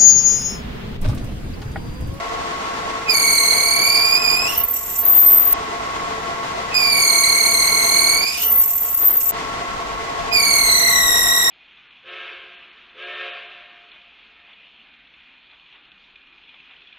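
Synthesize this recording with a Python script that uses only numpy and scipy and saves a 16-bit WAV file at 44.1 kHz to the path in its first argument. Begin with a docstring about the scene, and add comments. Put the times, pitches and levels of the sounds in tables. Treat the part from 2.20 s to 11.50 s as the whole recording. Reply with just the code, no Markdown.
"""A chattering lathe

A lathe runs in a workshop: shaped noise and resonances make its motor and gears rumble and whine steadily.
Three times the boring tool bites and chatters, a harmonic series whose pitch wobbles on each turn of the work.
Twice the squeal breaks into a very high shriek, one wavering sine over a scraping hiss; a click is heard and
the sound of the tool is cut off at once, echo and all."""
import sys
import numpy as np
from scipy import signal
from scipy.fft import rfft, irfft
from scipy.io import wavfile
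from scipy.ndimage import uniform_filter1d, minimum_filter1d

SR = 44100
rng = np.random.default_rng(int(sys.argv[2]) if len(sys.argv) > 2 else 0)


def attenuation_scalar(level_db):
    """Turn a level in dB into a linear amplitude multiplier (20 dB per decade)."""
    decades = np.asarray(level_db, float) / 20
    return 10 ** decades


def inscribe(sig):
    """Save sig as 16-bit PCM at rate SR to the path in sys.argv[1].

    A 1-D sig is mono; a 2-D sig holds one channel per row.
    Samples are clipped to [-1, 1] before scaling.
    """
    pcm = np.round(np.clip(np.atleast_2d(sig).T, -1, 1) * 32767)
    wavfile.write(sys.argv[1], SR, pcm.astype(np.int16))


N = 410130
SECONDS = np.arange(N) / SR
OPPOSITE = np.array([[1], [-1]])   # left up, right down

# Path of the chatter, one list per cut. Each row: time in seconds, pitch in Hz, relative level of the
# fundamental in dB.
SQUEALS = [
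    [(0.86, 2590, -39), (0.885, 2490, -20), (0.954, 2242, -23), (1.242, 2167, -24), (1.51, 2215, -25.5),
     (1.68, 2304, -22), (1.95, 2420, -23), (1.998, 2560, -27), (2.068, 2394, -23.5), (2.265, 2570, -25),
     (2.285, 2804, -26.5), (2.42, 2875, -37.5)],
    [(4.507, 2640, -38), (4.544, 2480, -24), (4.75, 2294, -22), (4.9, 2198, -23), (5.6, 2155, -24),
     (5.944, 2212, -23), (6.096, 2473, -27.5), (6.2, 2510, -32), (6.215, 2900, -30), (6.3, 2880, -37.5)],
    [(8.09, 2540, -45), (8.125, 2457, -23.5), (8.2, 2318, -20), (8.25, 2257, -23), (8.456, 2132, -23),
     (8.952, 1902, -24), (9.3, 1900, -25.5)],
]
# Timbre against pitch: the upper harmonics strengthen as the chatter falls. Each row: pitch in Hz, octave in dB
# and upper harmonics in dB, both relative to the fundamental, swing per turn in Hz.
CHATTER = [(1900, -0.5, 1.5, 39.5), (2050, 0, -0.5, 85), (2205, 2, -2, 77.6), (2333, 2.5, -8, 60),
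           (2434, 3, -8.5, 54.3), (2607, -7.5, -11.5, 50), (2900, -6, -12, 50.4)]
# Slope of the harmonic series. Each entry: relative level in dB, from the third harmonic to the seventh.
UPPER_DB = [-2.5, -4.5, -8.5, -9.5, -12]
# How well tool and work radiate the upper harmonics. Each row: frequency in Hz, gain in dB.
RADIATION = [(5500, 0.5), (7000, -2), (8800, 1), (9600, 0), (10300, -7), (11300, 2), (12500, 4),
             (14000, -7)]
# Balance of the harmonics. Each row: frequency in Hz, left minus right in dB.
SQUEAL_SIDE = [(1500, 14), (2200, -1), (4400, -6), (6500, -3.5), (8800, 7.5), (13000, -3)]
CATCH_S, BEFORE_CATCH_DB = 0.034, -15   # the overtones catch suddenly, a little after the fundamental
JITTER_HZ, RAGGED_JITTER_HZ = 18, 260
SCRATCH_FLICKER_DB = 3


def squeal(turn, ragged):
    """Stick-slip oscillation: phase-locked harmonics swing as the depth of cut changes round each turn."""
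    on, (hz, low_db) = in_time(SQUEALS)
    catching = sum(span(rows[0][0] - CATCH_S, 2 * CATCH_S, .004) for rows in SQUEALS)
    over_db = low_db + BEFORE_CATCH_DB * catching
    octave_db = over_db + at_hz(CHATTER, hz)
    upper_db = over_db + at_hz(CHATTER, hz, axis=2)

    wobble = np.sin(turn) + .3 * np.cos(2 * turn) + .12 * drift(8)
    swing = at_hz(CHATTER, hz, axis=3) * wobble
    jitter = (JITTER_HZ + RAGGED_JITTER_HZ * ragged) * drift(80)
    phase = 2 * np.pi * np.cumsum(hz + swing + jitter) / SR

    levels_db = [low_db, octave_db]
    for k, db in enumerate(UPPER_DB, 3):
        levels_db.append(upper_db + db + at_hz(RADIATION, k * hz))
    harmonics = 0
    for k, db in enumerate(levels_db, 1):
        pan_db = at_hz(SQUEAL_SIDE, k * hz) / 2 * OPPOSITE
        throb_db = 1.5 * min(k, 3) * np.sin(turn + 1.0 * k) + 1.7 * drift(37)
        rasp = 1 + (0.07 + 0.04 * k) * drift(300)   # noisy skirts, stronger on the higher harmonics
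        level = attenuation_scalar(db + 6.0 + pan_db + throb_db - 2.7 * ragged)
        harmonics = harmonics + level * rasp * np.sin(k * phase)

    chips = attenuation_scalar(upper_db - 6.5) * stereo_noise(resonance(12700, 2200))   # bright hiss of the chip on the tool
    chips += attenuation_scalar(upper_db - 11) * stereo_noise(resonance(13500, 500))   # it also stirs the tool's high mode
    scratch = stereo_noise(resonance(3100, 1600)) + 1.8 * stereo_noise(resonance(6700, 9000))
    scratch_level = ragged * attenuation_scalar(low_db - 1.5 + SCRATCH_FLICKER_DB * drift(40))
    return on * (harmonics + chips + scratch_level * scratch)


# Path of the high mode, one list per shriek. Each row: time in seconds, pitch in Hz, relative tone level in dB.
SHRIEKS = [
    [(2.25, 13900, -45), (2.3, 14030, -26), (2.444, 14160, -27), (2.528, 14080, -23), (2.656, 14080, -29),
     (2.82, 14100, -19), (2.9, 13700, -13), (2.952, 13790, -9), (3.06, 13690, -10.5), (3.198, 13700, -13.5),
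     (3.335, 13900, -15.5)],
    [(6.17, 13960, -29), (6.246, 14060, -13), (6.364, 14100, -9.5), (6.41, 14000, -11),
     (6.462, 13980, -13.5), (6.7, 14080, -19.5), (6.906, 13540, -15.5), (6.99, 14140, -19),
     (7.092, 13770, -17), (7.112, 13900, -28)],
]
# The shriek is noisier and less steady when it sags in pitch. Each row: pitch in Hz, noise skirt in dB relative
# to the tone, waver in Hz.
SKIRT = [(13700, -17.5, 75), (13900, -15, 70), (14080, -31, 43)]
# The shriek flares up. Each row: time in seconds, relative peak in dB.
FLARES = [(2.3752, -7), (2.3996, -11), (2.4345, -8), (2.4819, -12.5), (2.5069, -12), (2.5368, -13),
          (2.5597, -16), (2.7877, -11), (2.8506, -6), (2.8815, -7), (2.92, -7), (3.0032, -2), (3.0697, -6),
          (3.1095, -7), (3.322, -7), (6.2214, -10), (6.8704, -1.5), (6.967, -3)]
# Spells of hard scraping. Each row: start in seconds, length in seconds, relative starting level in dB.
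SCRAPES = [(2.478, 0.011, -39), (2.529, 0.28, -39), (6.415, .4, -38), (6.995, 0.14, -36.5)]
# Spectrum of the scraping hiss. Each row: frequency in Hz, relative density in dB per Hz.
SCRAPE = [(1470, -51), (2500, -14.5), (4660, -36), (5500, -11), (6060, -14), (7830, -2), (9230, -25.5),
          (12000, -9), (15600, -36), (22000, -120)]
# Lower mode of the tool: centre in Hz, width in Hz.
LOWER_RING = (12480, 290)
SCRAPE_FADE_DB_PER_S = -17.5
LIGHT_SCRAPE_DB, RING_DB, FLARE_LIFT_DB = -49, 10, 4.0   # all relative


def shriek(turn, ragged):
    """Modal vibration: a high mode of the tool sings, wavers and flares; a lower one rings under scraping."""
    on, (hz, tone_db) = in_time(SHRIEKS)
    waver = at_hz(SKIRT, hz, axis=2) * (.85 * np.sin(turn) + drift(70))
    phase = 2 * np.pi * np.cumsum(hz + waver) / SR
    kicks = np.zeros(N)
    for s, db in FLARES:
        kicks[round((s - .003) * SR)] = attenuation_scalar(db + FLARE_LIFT_DB)
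    flares = signal.fftconvolve(kicks, np.hanning(int(0.013 * SR)))[:N]
    tone_level = np.maximum(attenuation_scalar(tone_db + 3.0 + 1.7 * drift(30)), flares)
    tone = tone_level * np.sin(phase)

    throb = attenuation_scalar(3.8 * np.sin(turn) + 3.9 * drift(49)) * (1 - ragged)
    hard = 0
    for s, length_s, db in SCRAPES:
        hard = hard + span(s, length_s, 0.0058) * attenuation_scalar(db + SCRAPE_FADE_DB_PER_S * (SECONDS - s))
    skirt_noise = stereo_noise(lambda f: resonance(13200, 2200)(f) ** 2)
    skirt = attenuation_scalar(tone_db + at_hz(SKIRT, hz)) * skirt_noise
    ring = hard * attenuation_scalar(RING_DB) * stereo_noise(resonance(*LOWER_RING))
    hiss = stereo_noise(lambda f: attenuation_scalar(at_hz(SCRAPE, f)))
    scrape = (hard + attenuation_scalar(LIGHT_SCRAPE_DB)) * attenuation_scalar(4.5) * hiss
    return on * (tone + throb * (skirt + ring + scrape))


# Short clicks. 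Each row: start in seconds, level in dB.
CLICKS = [(3.326, -26.5), (7.098, -26)]


def clicks():
    """Short noise bursts: a click of bright broadband noise is heard just before the tool sound is cut off."""
    bursts = sum(attenuation_scalar(db) * span(s, 0.0029, .001) for s, db in CLICKS)
    return bursts * stereo_noise(resonance(10700, 12000))


# The tool loses its grip. Each row: start in seconds, worst moment in seconds, end in seconds, raggedness 0 to 1.
BREAKUPS = [(2.231, 2.35, 2.45, .55), (6.019, 6.205, 6.3, .85)]


def loss_of_grip():
    """Breakdown of the stick-slip cycle: raggedness rises straight to its worst and falls straight back."""
    ragged = sum(np.interp(SECONDS, row[:3], [0, row[3], 0]) for row in BREAKUPS)
    return np.clip(ragged, 0, 1)


def rotation():
    """Periodic forcing: the angle of the work in radians, at a slightly drifting 38 turns per second."""
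    return 2 * np.pi * np.cumsum(38 + 1.8 * drift(1.5)) / SR


# Spectrum of motor and bearing noise. Each row: frequency in Hz, relative density in dB per Hz.
DRIVE = [(41, -49), (70, -14), (389, -11), (444, -8.5), (580, -12.5), (678, -4.5), (775, -7), (1080, -5),
         (1210, -12), (1380, -11.5), (2880, -17), (7010, -26.5), (14300, -50.5)]
# Gear resonances. Each row: centre in Hz, width in Hz, level in dB relative to the drive noise.
GEARS = [(449, 23, -15.5), (688.6, 26, -7.5), (1100, 72, -7), (1355, 55, -11.5), (2022, 180, -11.5),
         (12800, 2600, -33)]
# Steady motor tone: frequency in Hz, level in dB relative to the drive noise.
MOTOR_WHINE = (1100, -2.74)
# The rumble grows for good: middle of the rise in seconds, length of the rise in seconds, gain in dB.
RUMBLE_SWELL = (8.2, .3, 4.2)
DRIVE_DB, DRIVE_LEFT_DB = -27.5, 0.87   # level; left minus right
RUMBLE_DB, RUMBLE_WAVER_DB = -47, 2.5


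def machine(sink_db):
    """Broadband and resonant radiation: motor noise, gear whines, a motor tone, a rumble stronger on the left."""
    drive = stereo_noise(lambda hz: attenuation_scalar(at_hz(DRIVE, hz))) * attenuation_scalar(0.93 * drift(14.0))
    for hz, width_hz, db in GEARS:
        drive += attenuation_scalar(db) * stereo_noise(resonance(hz, width_hz))
    hz, db = MOTOR_WHINE
    phase = 2 * np.pi * np.cumsum(hz + 2.91 * drift(12.35)) / SR
    whine_level = attenuation_scalar(db + 1.5 * np.array([drift(35), drift(18)]))
    drive += whine_level * np.sin(phase + [[1.3], [0]])   # left leads

    s, rise_s, swell_db = RUMBLE_SWELL
    rumble_db = RUMBLE_DB + RUMBLE_WAVER_DB * drift(3.7)
    rumble_db = rumble_db + swell_db * span(s, N / SR, rise_s) + 0.35 * sink_db
    rumble = stereo_noise(resonance(48.6, 53)) * attenuation_scalar(np.array([[5.0], [-1.5]]))
    return attenuation_scalar(DRIVE_DB + sink_db + DRIVE_LEFT_DB / 2 * OPPOSITE) * drive + attenuation_scalar(rumble_db) * rumble


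# The machine sinks while the tool shrieks, and slightly once near the end; overlapping rows add.
# Each row: start in seconds, length in seconds, change in dB.
SINKS = [(2.357, .975, -3.5), (2.452, 0.37, -5.5), (6.05, 1.086, -5.5), (6.043, 0.21, -3),
         (6.42, 0.395, -4), (6.98, 0.12, -4), (9.0, 0.39, -1.5)]


def sinking():
    """Level modulation: the sagging of the machine, in dB."""
    return sum(db * span(s, length_s, .02) for s, length_s, db in SINKS)


def shop(x, t60_s, wet_db):
    """Reverberation: direct sound plus a dense exponentially dying tail of its own in each channel."""
    t = np.arange(int(t60_s * SR)) / SR
    tail = rng.standard_normal((2, len(t))) * attenuation_scalar(-60 * t / t60_s) * (t > .001)
    tail *= attenuation_scalar(wet_db) / np.sqrt(np.sum(tail ** 2, axis=1, keepdims=True))
    tail[0, 0] = tail[1, 12] = 1   # direct sound, 12 samples later on the right: the tool is nearer the left
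    return signal.fftconvolve(x, tail, axes=1)[:, :N] / np.hypot(1, attenuation_scalar(wet_db))


# Coherence between the channels. Each row: frequency in Hz, left-right likeness, lead of the left in radians.
LIKENESS = [(60, 0.29, 0.1), (130, 0.8, 0.1), (298, 1, 0.33), (440, 0.71, 0.47), (677, 0.73, 1.91),
            (1500, 0.073, 1.91), (4000, 0.082, 2.55)]


def stereo_noise(gain_at):
    """Partial coherence: noise of rms 1 with amplitude gain_at(Hz), shared and opposed parts mixed by likeness."""
    hz = np.arange(N // 2 + 1) * SR / N + 1
    mid, side = rfft(rng.standard_normal((2, N))) * gain_at(hz)
    alike = np.clip(at_hz(LIKENESS, hz), -1, 1)
    pair = np.sqrt(1 + alike) * mid + np.sqrt(1 - alike) * side * OPPOSITE
    pair[0] *= np.exp(1j * at_hz(LIKENESS, hz, axis=2))
    return rms_one(irfft(pair, N))


def resonance(centre_hz, width_hz):
    """Resonance curve: amplitude 1 on top, one half at the edges of the width."""
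    return lambda hz: 1 / (1 + (2 * (hz - centre_hz) / width_hz) ** 2)


def drift(rate_hz):
    """Low-passed noise of rms 1: sparse noise, every 40 samples, through a double one-pole filter."""
    r = np.exp(-80 * np.pi * rate_hz / SR)
    sparse = rng.standard_normal(N // 40 + 2002)
    slow = signal.lfilter([1], [1, -2 * r, r * r], sparse)[2000:]   # past the filter's build-up
    return np.interp(np.arange(N) / 40, np.arange(len(slow)), rms_one(slow))


def rms_one(x):
    """Normalisation by mean power: scale to rms 1."""
    return x / np.sqrt(np.mean(x ** 2) + 1e-20)


def span(start_s, length_s, edge_s):
    """Gating: 1 during a span, 0 outside, with straight edges."""
    inside_s = np.minimum(SECONDS - start_s, start_s + length_s - SECONDS)
    return np.clip(inside_s / max(edge_s, 1e-4) + .5, 0, 1)


def in_time(tables):
    """Linear interpolation in time: a softened mask of where any table runs, and the columns at every sample."""
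    s, *columns = np.transpose(np.concatenate(tables))
    on = sum((SECONDS >= rows[0][0]) & (SECONDS <= rows[-1][0]) for rows in tables)
    return uniform_filter1d(on * 1.0, size=200), [np.interp(SECONDS, s, c) for c in columns]


def at_hz(points, hz, axis=1):
    """Interpolation on a log-frequency axis: read one column of a spectrum table."""
    points = np.array(points)
    return np.interp(np.log(hz), np.log(points[:, 0]), points[:, axis])


# The tool sound is cut off. Each row: time in seconds, length in seconds of near silence that follows.
CUTOFFS = [(3.335, 0), (7.112, .007)]


def scene():
    """Superposition: tool in the shop, the shriek with a shorter echo; tool sound and echo are cut off together."""
    turn, ragged = rotation(), loss_of_grip()
    tool = shop(squeal(turn, ragged), t60_s=.08, wet_db=3.5)
    tool += shop(shriek(turn, ragged), t60_s=.064, wet_db=-.5)
    running = machine(sinking())
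    for s, hush_s in CUTOFFS:
        tool *= (SECONDS < s) | (SECONDS > s + .6)
        running *= np.where((SECONDS > s) & (SECONDS < s + hush_s), .03, 1)
    return tool + running + clicks()


def band_limit(x):
    """A steep low-pass at the top of the band."""
    return signal.sosfilt(signal.butter(12, 15670, fs=SR, output="sos"), x)


def record(dry):
    """Band limiting and peak limiting: the top is cut steeply and the peaks are held down by a smoothed gain."""
    low_pass = signal.ellip(12, .5, 65, 14330, fs=SR, output="sos")   # ripple dB, rejection dB, edge Hz
    cut = signal.sosfilt(low_pass, dry)
    ceiling = .88
    room_left = np.minimum(1, ceiling / (np.abs(cut).max(axis=0) + 1e-9))
    gain = uniform_filter1d(minimum_filter1d(room_left, size=401), size=201)
    return band_limit(cut * gain)


dry = scene()
out = record(dry)
inscribe(out)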